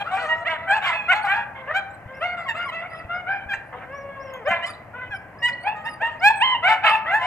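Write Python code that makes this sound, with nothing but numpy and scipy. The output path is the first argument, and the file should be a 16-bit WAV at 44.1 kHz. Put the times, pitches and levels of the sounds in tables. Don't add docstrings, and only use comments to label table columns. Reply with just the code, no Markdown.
import sys
import numpy as np
from scipy import signal
from scipy.fft import rfft, irfft, next_fast_len
from scipy.io import wavfile
from scipy.ndimage import uniform_filter1d, map_coordinates

SR = 44100
rng = np.random.default_rng(int(sys.argv[2]) if len(sys.argv) > 2 else 0)


def bounce(signal):
    frames = np.transpose(np.atleast_2d(signal))
    limited = np.clip(frames, -1, 1)
    pcm = np.round(limited * 32767).astype(np.int16)
    wavfile.write(sys.argv[1], SR, pcm)


def attenuation_scalar(level_db):
    decades = np.asarray(level_db, float) / 20
    return 10 ** decades


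N = 320166

# start_s, length_s, first_pitch_hz, last_pitch_hz, fundamental_db
OPEN = [
    (0, 0.037, 813, 792, -29.5),
    (6.01, 0.18, 650, 609.5, -38),
    (6.91, 0.09, 874, 883, -25),
    (7.21, 0.097, 666, 759, -26),
]
SHRILL = [
    (1.085, 0.042, 673, 761.3, -25.5),
    (4.625, 0.035, 914, 1022, -35),
    (5.755, 0.2, 624, 621.5, -52),
]
NASAL = [
    (1.32, 0.12, 822, 827.7, -28.5),
    (2.37, 0.092, 701, 668, -34.5),
]
ROUND = [
    (.11, 0.12, 729, 790.5, -24),
    (1.12, 0.11, 770.6, 860.4, -23.5),
    (1.24, 0.044, 831, 757, -26),
    (1.33, 0.11, 839, 932, -28.5),
    (7.19, 0.1, 1030, 1006, -29.5),
]
YELPS = [
    (2.46, 0.037, 1112, 1010, -39),
    (2.66, .04, 1153, 1060, -35.5),
]
BARKS = [
    (.745, 0.049, 892, 852, -26),
]
RASPS = [
    (.11, 0.094, 715, 807, -48),
    (.82, 0.064, 730, 799, -33),
    (.86, .11, 703, 670, -35.5),
]
PINCHED = [
    (.45, 0.041, 563, 710, -29.5),
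    (.93, 0.15, 858, 826, -36.5),
    (2.72, 0.091, 623, 671, -37),
]
CRACKED = [
    (1.115, 0.031, 757, 630, -27),
]
CREAKS = [
    (4.505, .155, 681.7, 677, -25),
]
FAR_ROUND = [
    (.58, 0.18, 662, 648, -37),
    (2.81, 0.065, 633, 725, -33.5),
]
FAR_THIN = [
    (1.55, 0.15, 538.6, 509, -49),
    (1.67, 0.071, 535.6, 637, -37),
    (2.9, 0.16, 662.4, 643, -45.5),
    (3.28, 0.1, 760, 731, -45.5),
    (7.055, 0.095, 591, 700.6, -31),
]
FAR_MOANS = [
    (3.725, .13, 496.4, 500, -47.5),
]
SQUEALS = [
    (2.485, 0.044, 938, 884, -30),
    (2.685, 0.026, 1055, 950, -37.5),
    (5.855, .05, 883, 933, -36),
]


def yips():
    # hz, level_db under the 3rd overtone
    mouth = [(2150, -4), (2600, -13), (3100, -12), (3500, -20), (5000, -53.5)]
    # hz, level_db
    edge = [(3400, 9), (4100, 8), (4900, 0), (6000, -6), (7600, 2.5), (9500, -13.5), (13000, -9),
            (15500, -26)]
    chaos = .04
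    spread = 0.076
    out = np.zeros((2, N + SR))
    k = np.arange(1, 19)[:, None]
    for rows, (second_db, third_db, high_db, quality) in calls():
        start, hz, gain = breath(rows, fade=.0095)
        size = len(hz)
        hz = uniform_filter1d(hz, size=400, mode="nearest")
        hoarse, split = np.clip(quality, .02, .95), np.clip(-quality, 0, 3)
        scatter = 0.007 + chaos * hoarse ** 2
        phase = 2 * np.pi * np.cumsum(hz * (1 + scatter * wobble(size, rate_hz=69.15))) / SR
        level = attenuation_scalar(third_db + along(mouth, k * hz) - 3 * (k - 4.5))
        level[:3] = attenuation_scalar([[0], [second_db], [third_db]])
        effort = (gain / gain.max()) ** .5
        patches = attenuation_scalar(6.3 * np.tanh(flutter(len(k), size, rate_hz=30)))
        high = attenuation_scalar(high_db + along(edge, k * hz)) * effort * patches * (k * hz < SR / 2)
        level[3:] += high[3:]
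        hidden = np.clip(-np.log10(gain.max() * level.max()) - .6, 0, 1)
        level *= attenuation_scalar(6.85 * hidden * np.tanh(flutter(len(k), size, rate_hz=45)))
        low_share = (hoarse + 0.091 * split) * np.minimum(k / 2, 1)
        high_share = (0.02 + 0.5 * (hoarse + split) + 0.035 * hidden) * np.maximum(k - 4, 0)
        share = np.clip(low_share + high_share, 0, .95)
        turn = k * phase + 2 * np.pi * rng.random(k.shape)
        noise = smear(len(k), size) * np.sin(turn) + smear(len(k), size) * np.cos(turn)
        lines = level * (np.sqrt(1 - share) * np.sin(turn) + np.sqrt(share / 2) * noise)
        half_level = (split + 1.3 * hoarse ** 2) * np.sqrt(level[:6] * level[1:7])
        halves = half_level * np.sin(turn[:6] + phase / 2)
        halves *= 1 + .5 * flutter(len(halves), size, rate_hz=200)
        call = gain * (lines.sum(axis=0) + halves.sum(axis=0))
        lean = np.clip(spread * k[:, 0], 0, .6) * rng.uniform(-0.84, 1, size=len(k))
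        side = gain * (lean @ lines)
        for port, late, sign in zip(out, rng.integers(0, 2, size=2), (1, -1)):
            port[start + late:][:size] += call + sign * side
    return out[:, :N]


def calls():
    # calls, (second_db, third_db, high_overtones_db, quality),
    # (attack_s, loss_by_end_db); quality above 0 is the hoarse share, below 0 period doubling
    kinds = [(OPEN, (-6.5, -3.5, -37, 0.33), (0.049, 13)), (SHRILL, (10.5, 5, -32.5, -0.1), (0.02, 8.9)),
             (NASAL, (2.5, -4.5, -45, 0.25), (.038, 8.6)), (ROUND, (-11, -15.5, -39.5, -0.49),
             (.043, 11.7)), (YELPS, (-5.5, -15, -40, -0.1), (0.021, 9.3)), (BARKS, (-6.5, -7.5, -37.5, 0.5),
             (.028, 2)), (RASPS, (3.5, 7, -28.5, 0.53), (.032, 5.6)), (PINCHED, (-2, 6, -38, 0.12),
             (0.029, 6.8)), (CRACKED, (-2.5, 7.5, -31, -0.8), (0.02, 10)),
             (CREAKS, (-6.5, -3.5, -46, -0.94), (0.014, 19)), (FAR_ROUND, (-7, -1.5, -56, 0.32),
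             (0.031, 9.3)), (FAR_THIN, (1, 2.5, -50, 0.3), (.042, 5)), (FAR_MOANS, (3, -2, -66, .8),
             (.06, 5)), (SQUEALS, (7, 0.5, -28.5, 0.19), (0.014, 10))]
    # start_s, length_s, pitch_hz, fundamental_db
    dips = [
        (3.491, .06, 829, -34.5),
    ]
    dip_to, dip_ends_db, dip_voice = .96, 8, (10.5, 4, -27, 0.04)
    # (time_s, pitch_hz, fundamental_db)
    phrases = [
        ([(.48, 655, -37), (.505, 655, -32), (.53, 645, -35), (.57, 600, -40)], (-3, 2, -36.5, -1.1)),
        ([(4.45, 492, -34.8), (4.475, 593, -19), (4.51, 722, -31.5)], (-10.5, -9, -56, .12)),
        ([(5.425, 933, -39.5), (5.46, 981, -32), (5.495, 960, -45.5)], (13.5, 8.5, -18, .02)),
        ([(6.0, 728, -41), (6.03, 913, -24), (6.06, 930, -24.5), (6.1, 934, -33.5)], (-1.5, -7.5, -62, .04)),
        ([(6.205, 652, -42), (6.225, 740, -30), (6.245, 800, -17), (6.27, 838, -14), (6.293, 862, -16)], (-.4, -2, -33, .02)),
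        ([(6.405, 775, -28), (6.422, 900, -17), (6.44, 1060, -22), (6.47, 1030, -23.5), (6.54, 1015, -24)], (-4, -1.3, -43, .08)),
        ([(7.1, 698, -34), (7.15, 855, -18.5), (7.19, 889, -27)], (-1, -14.5, -40, .1)),
               ([(.29, 940, -33.5), (.33, 946, -28.5), (.37, 953, -45), (.44, 947, -52)], (10.5, -5, -50, -.08)),
        ([(.675, 762, -35), (.71, 795, -19.5), (.75, 859, -23)], (3, -7, -39.5, .15)),
        ([(2.205, 582, -38), (2.23, 682, -25), (2.26, 718, -26.5), (2.36, 704, -36)], (-2.5, -3.5, -48, .14)),
        ([(4.465, 790, -45), (4.485, 770, -26), (4.515, 765, -28), (4.54, 720, -38)], (-2, -12, -35, .1)),
        ([(5.635, 705, -39.5), (5.68, 837, -21), (5.73, 883, -35), (5.76, 867, -58)], (-10.5, -7, -56, .25)),
        ([(6.63, 644, -31), (6.655, 740, -24), (6.685, 785, -22)], (4, 3.5, -40, .12)),
        ([(6.835, 800, -32), (6.865, 870, -23), (6.9, 850, -24), (6.93, 850, -36)], (-3, -1, -33.5, .9)),
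               ([(.17, 451.3, -43.5), (.2, 488, -40.5), (.23, 494.5, -39), (.27, 462, -46.5)],
              (3.5, 6, -28.5, 0.2)), ([(.04, 539.5, -50.5), (.075, 677, -41.5), (.11, 693, -43.5)],
              (10.5, 1, -34, 0.3)), ([(4.655, 1025, -38.5), (4.68, 1220, -34.5), (4.71, 1215, -41)],
              (-5.5, -16, -25, 0.66)), ([(.19, 690, -36.5), (.26, 615.7, -31), (.35, 651, -36.5),
              (.44, 690, -39)], (-5.5, -12, -37, 0.1)), ([(1.74, 715, -34), (1.765, 778, -24),
              (1.8, 782, -32)], (4, -4, -33, .12)), ([(2.545, 619.5, -39.5), (2.58, 691, -35),
              (2.62, 705, -35.5), (2.66, 701, -43)], (2.5, 2, -39.5, 0.24)), ([(4.29, 987, -52),
              (4.32, 1034, -44), (4.38, 1079, -52)], (-10, -9.5, -60, 0.5)), ([(5.11, 840, -45),
              (5.13, 815, -42), (5.148, 768, -43), (5.17, 760, -46)], (7, 1, -36, .08)),
              ([(6.84, 692.6, -37), (6.87, 634.5, -31.5), (6.92, 616, -37.5)], (9, 2, -46, 0.4)),
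              ([(5.35, 490, -63.5), (5.385, 576, -57.5), (5.43, 561, -50)], (8, -0.5, -60, -0.1)),
              ([(5.5, 561, -46), (5.54, 553, -46), (5.58, 543, -49)], (-11, -14, -58, 0.2)),
               ([(6.678, 800, -27), (6.692, 872, -19), (6.73, 882, -19), (6.77, 890, -34)],
                (-10, -16, -36, -.7)), ([(6.675, 650, -30), (6.692, 735, -26), (6.73, 730, -28),
                (6.77, 725, -38)], (-4, 6, -40, .35)), ([(1.265, 690, -37), (1.3, 785, -30),
                (1.325, 800, -29), (1.35, 810, -39)], (8, 1, -35, -.5)), ([(.845, 1180, -33),
                (.87, 1090, -26), (.915, 930, -28)], (-9, -11, -40, .4)), ([(6.542, 985, -27),
                (6.555, 930, -25), (6.575, 960, -36)], (-4, 0, -50, .15)), ([(3.53, 830, -36),
                (3.542, 925, -34), (3.565, 900, -42)], (5, 0, -25, .45)), ([(5.475, 965, -46),
                (5.49, 960, -42), (5.51, 900, -50)], (6, 2, -14, .7)), ([(2.06, 500, -58), (2.13, 530, -49),
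                (2.2, 530, -50)], (0, 2, -60, .12)), ([(4.935, 470, -54), (4.965, 500, -48),
                (5.03, 505, -50), (5.09, 500, -55)], (3, 9, -52, .08)), ([(6.297, 885, -17),
                (6.308, 888, -14), (6.322, 880, -25)], (-13, -20, -40, .08)), ([(6.805, 700, -50),
                (6.832, 760, -33), (6.848, 868, -18), (6.875, 862, -23)], (-4, -12, -45, .15)),
                ([(3.09, 665, -41), (3.12, 700, -35), (3.17, 722, -36), (3.215, 720, -41)],
                (3.5, -3, -58, .12)), ([(3.265, 700, -41), (3.3, 785, -33), (3.35, 800, -35),
                (3.4, 770, -43), (3.455, 780, -47)], (4, -4, -58, .15))]
    # time_s, pitch_hz, fundamental_db
    whine = [
        (3.82, 479, -56),
        (3.88, 503, -43.5),
        (3.93, 561.7, -38.5),
        (4.05, 557.2, -42),
        (4.33, 528, -41),
        (4.39, 492.5, -44),
        (4.44, 413, -46),
    ]
    # second_db, third_db, high_overtones_db, quality
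    whine_voice = (-4, -9, -66, .03)
    for rows, voice, (attack, loss_db) in kinds:
        for s, length, first_hz, last_hz, db in rows:
            rise = np.clip(attack, .005, 0.61 * length)
            done = .85 if last_hz > first_hz else rise / length
            start_db = db - 0.5 - 33.5 * max(np.log2(last_hz / first_hz), 0)
            yield [(s, first_hz, start_db),
                   (s + rise, first_hz + done * (last_hz - first_hz), db),
                   (s + length, last_hz, db - loss_db)], voice
    for s, length, hz, db in dips:
        yield [(s, hz, db - dip_ends_db),
               (s + length / 2, dip_to * hz, db),
               (s + length, dip_to * hz, db - dip_ends_db)], dip_voice
    yield from phrases
    yield whine, whine_voice


def breath(rows, fade):
    s, hz, db = np.transpose(rows)
    start = max(int((s[0] - fade) * SR), 0)
    t = np.arange(start, int((s[-1] + fade) * SR)) / SR
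    nearest_end = np.minimum(t - s[0], s[-1] - t)
    ends = np.sin(np.pi / 2 * np.clip(nearest_end / (2 * fade) + .5, 0, 1)) ** 2
    return start, np.interp(t, s, hz), attenuation_scalar(np.interp(t, s, db)) * ends * np.sqrt(2)


def smear(count, size):
    return np.vstack([flutter(4, size, rate_hz=420), flutter(count - 4, size, rate_hz=700)])


def whistles():
    out = np.zeros(N + SR)
    for rows, octave_db in whistle_shapes():
        start, hz, gain = breath(rows, fade=0.00085)
        unsteady = 1 + .011 * wobble(len(hz), rate_hz=67)
        smooth_hz = uniform_filter1d(hz, size=500, mode="nearest")
        phase = 2 * np.pi * np.cumsum(smooth_hz * unsteady) / SR
        gain = gain * attenuation_scalar(5.5 * wobble(len(hz), rate_hz=85.0))
        third = attenuation_scalar(-19.0) * np.sin(3 * phase) * (hz < SR / 6)
        out[start:][:len(hz)] += gain * (np.sin(phase) + attenuation_scalar(octave_db) * (np.sin(2 * phase) + third))
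    return out[:N]


def whistle_shapes():
    # start_s, length_s, top_pitch_hz, level_db, octave_db
    flicks = [(0.858, .02, 5060, -66, 5), (1.219, 0.018, 4600, -46.5, -7), (2.141, .03, 5530, -65, -17.5),
              (2.653, 0.035, 5340, -57, -4), (4.453, 0.013, 5380, -62, -25), (4.736, 0.017, 4200, -50, -19),
              (5.093, 0.016, 5630, -72, -20), (5.388, 0.027, 5430, -53.5, -29),
              (5.53, 0.012, 4480, -44, -28), (5.842, 0.02, 5200, -59, -6.5), (6.194, 0.012, 5230, -56, -24)]
    # start_s, length_s, top_pitch_hz, level_db, octave_db
    arches = [
        (1.903, 0.06, 4120, -69.5, 4),
        (2.878, 0.135, 5170, -60.5, -6.5),
        (3.66, 0.036, 5010, -89, 11),
        (3.925, .11, 5840, -61.5, -25),
        (5.603, 0.11, 4750, -60.5, -5),
    ]
    # start_s, length_s, top_pitch_hz, level_db, octave_db
    sighs = [
        (4.2, 0.1175, 5740, -63, -31.5),
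    ]
    # start_s, length_s, first_hz, last_hz, level_db
    slides = [
        (4.337, 0.046, 6600, 6534, -64),
        (4.661, 0.057, 5380, 4520, -53),
        (2.17, 0.05, 5700, 4400, -64),
        (5.135, .025, 5400, 5350, -61),
        (5.16, .016, 5300, 4850, -61),
        (5.893, .055, 5100, 4800, -57),
        (6.9, 0.044, 5080, 4740, -51),
        (5.757, .08, 6550, 7200, -80),
        (6.356, 0.06, 8060, 8300, -52),
    ]
    # start_s, length_s, first_hz, last_hz, level_db
    hums = [
        (2.25, 0.093, 4400, 4550, -59),
        (2.377, 0.1, 4800, 4830, -67),
        (2.56, 0.096, 4800, 4900, -62),
        (2.74, 0.093, 4600, 4750, -68),
        (3.123, 0.083, 5140, 4970, -65.5),
        (3.292, 0.094, 4820, 4880, -68.5),
    ]
    arch_from, arch_shoulder, arch_to, arch_ends_db = .88, 0.95, .88, 10
    for s, length, hz, db, octave_db in flicks:
        yield [(s, .9 * hz, db - 9), (s + length, hz, db)], octave_db
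    for s, length, hz, db, octave_db in arches:
        yield [(s, arch_from * hz, db - arch_ends_db),
               (s + 0.33 * length, arch_shoulder * hz, db - 4.5),
               (s + 0.74 * length, hz, db),
               (s + length, arch_to * hz, db - arch_ends_db)], octave_db
    for s, length, hz, db, octave_db in sighs:
        yield [(s, arch_shoulder ** 2 * hz, db - 6),
               (s + 0.35 * length, hz, db),
               (s + length, arch_to * hz, db - 7.0)], octave_db
    for s, length, first_hz, last_hz, db in slides:
        yield [(s, first_hz, db), (s + length, last_hz, db - 6)], -3.5
    for s, length, first_hz, last_hz, db in hums:
        for detune in (.97, 1, 1.035):
            yield [(s, detune * first_hz, db - 13),
                   (s + length / 3, detune * (first_hz + last_hz) / 2, db - 6),
                   (s + length, detune * last_hz, db - 12)], -40


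def echo(x, unlike):
    # hz, decay_s
    yard = [(1200, .8), (3000, .38), (5000, .3), (8000, .25), (12000, .1)]
    out = np.zeros((2, N))
    slot = np.arange(N) / (SR // 4)
    for j in range(3):
        hz, t, z = signal.stft(rng.standard_normal((2, SR)), SR, nperseg=256)
        decay = attenuation_scalar(-60 * t / along(yard, hz)[:, None])
        a, b = signal.istft(z * decay, SR, nperseg=256)[1]
        tail = np.array([a + unlike * b, a - unlike * b]) / np.linalg.norm(a)
        share = np.abs(np.cos(np.pi * (slot - j) / 3)) ** 3
        delayed = np.pad(x * share, (500, 0))[None]
        out += signal.fftconvolve(delayed, tail, axes=1)[:, :N]
    return out


def thumps():
    # start_s, peak_db, pitch_hz
    knocks = [
        (2.059, -27.5, 108.5),
        (3.049, -28.5, 94),
        (3.46, -32, 79),
        (3.579, -39, 68.4),
        (4.509, -28, 205.5),
        (5.098, -33.5, 81),
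    ]
    out, t = np.zeros(N + SR), np.arange(SR // 8) / SR
    for s, db, hz in knocks:
        out[round(s * SR):][:len(t)] += attenuation_scalar(db - 60 * t / 0.073) * np.sin(2 * np.pi * hz * t)
    return out[:N]


def background():
    # hz, level_db per Hz
    air = [(15, -44.5), (25, -20), (99, 1.5), (399, -11.5), (648, -2), (1380, -14.5), (1950, -12),
           (2770, -26), (3720, -45.5), (4300, -44.5), (13900, -48), (15500, -51)]
    width = [(30, 0.83), (130, 0.14), (400, 0.24), (1000, 0.33), (8000, 1.0)]  # hz, side share
    mid, side = filtered(rng.standard_normal((2, N)), lambda hz: attenuation_scalar(along(air, hz)))
    side = filtered(side, lambda hz: along(width, hz))
    swell = attenuation_scalar(-44.0 + 0.25 * wobble(N, rate_hz=3.44))
    return swell * unit(np.array([mid + side, mid - side]))


def along(points, hz):
    f, v = np.transpose(points)
    return np.interp(np.log(hz + 1), np.log(f + 1), v)


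def unit(x):
    return x / np.sqrt(np.mean(x ** 2) + 1e-20)


def wobble(size, rate_hz):
    knots = rng.standard_normal(int(size * rate_hz / SR) + 4)
    return unit(map_coordinates(knots, [np.arange(size) * rate_hz / SR]))


def flutter(count, size, rate_hz):
    at = np.arange(size) * rate_hz / SR
    knots, i = rng.standard_normal((count, int(at[-1]) + 2)), at.astype(int)
    return (knots[:, i] * (1 - at + i) + knots[:, i + 1] * (at - i)) * np.sqrt(3 / 2)


def filtered(x, response):
    m = next_fast_len(N + SR // 2)
    return irfft(rfft(x, m) * response(np.fft.rfftfreq(m, 1 / SR)), m)[..., :N]


def scene():
    throaty = filtered(yips(), lambda hz: 1 / (1 + (440 / (hz + 1)) ** 10))
    voices = throaty + whistles()
    return attenuation_scalar(0.68) * voices + attenuation_scalar(-13.5) * echo(voices[0], unlike=0.41) + background() + thumps()


def top_cut(x):
    return signal.sosfilt(signal.butter(12, 15710, fs=SR, output="sos"), x)


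def record(dry):
    # hz, difference_db
    shade = [(40, 4), (150, 0.5), (400, 1.5), (1200, 4), (2400, -5), (4400, -7), (8000, 4), (15000, 4.5)]
    # hz, lead_radians
    lead = [(300, .1), (950, .5), (1290, -.2), (2900, 1.4), (3600, 4.3), (4600, 4.9), (6000, 6.6),
            (9000, 6.3)]
    port = np.array([[.5], [-.5]])
    wet = filtered(dry, lambda hz: attenuation_scalar(port * along(shade, hz)) * np.exp(1j * port * along(lead, hz)))
    wet = wet / (1 + wet ** 6) ** (1 / 6)
    return top_cut(wet)


dry = scene()
out = record(dry)
bounce(out)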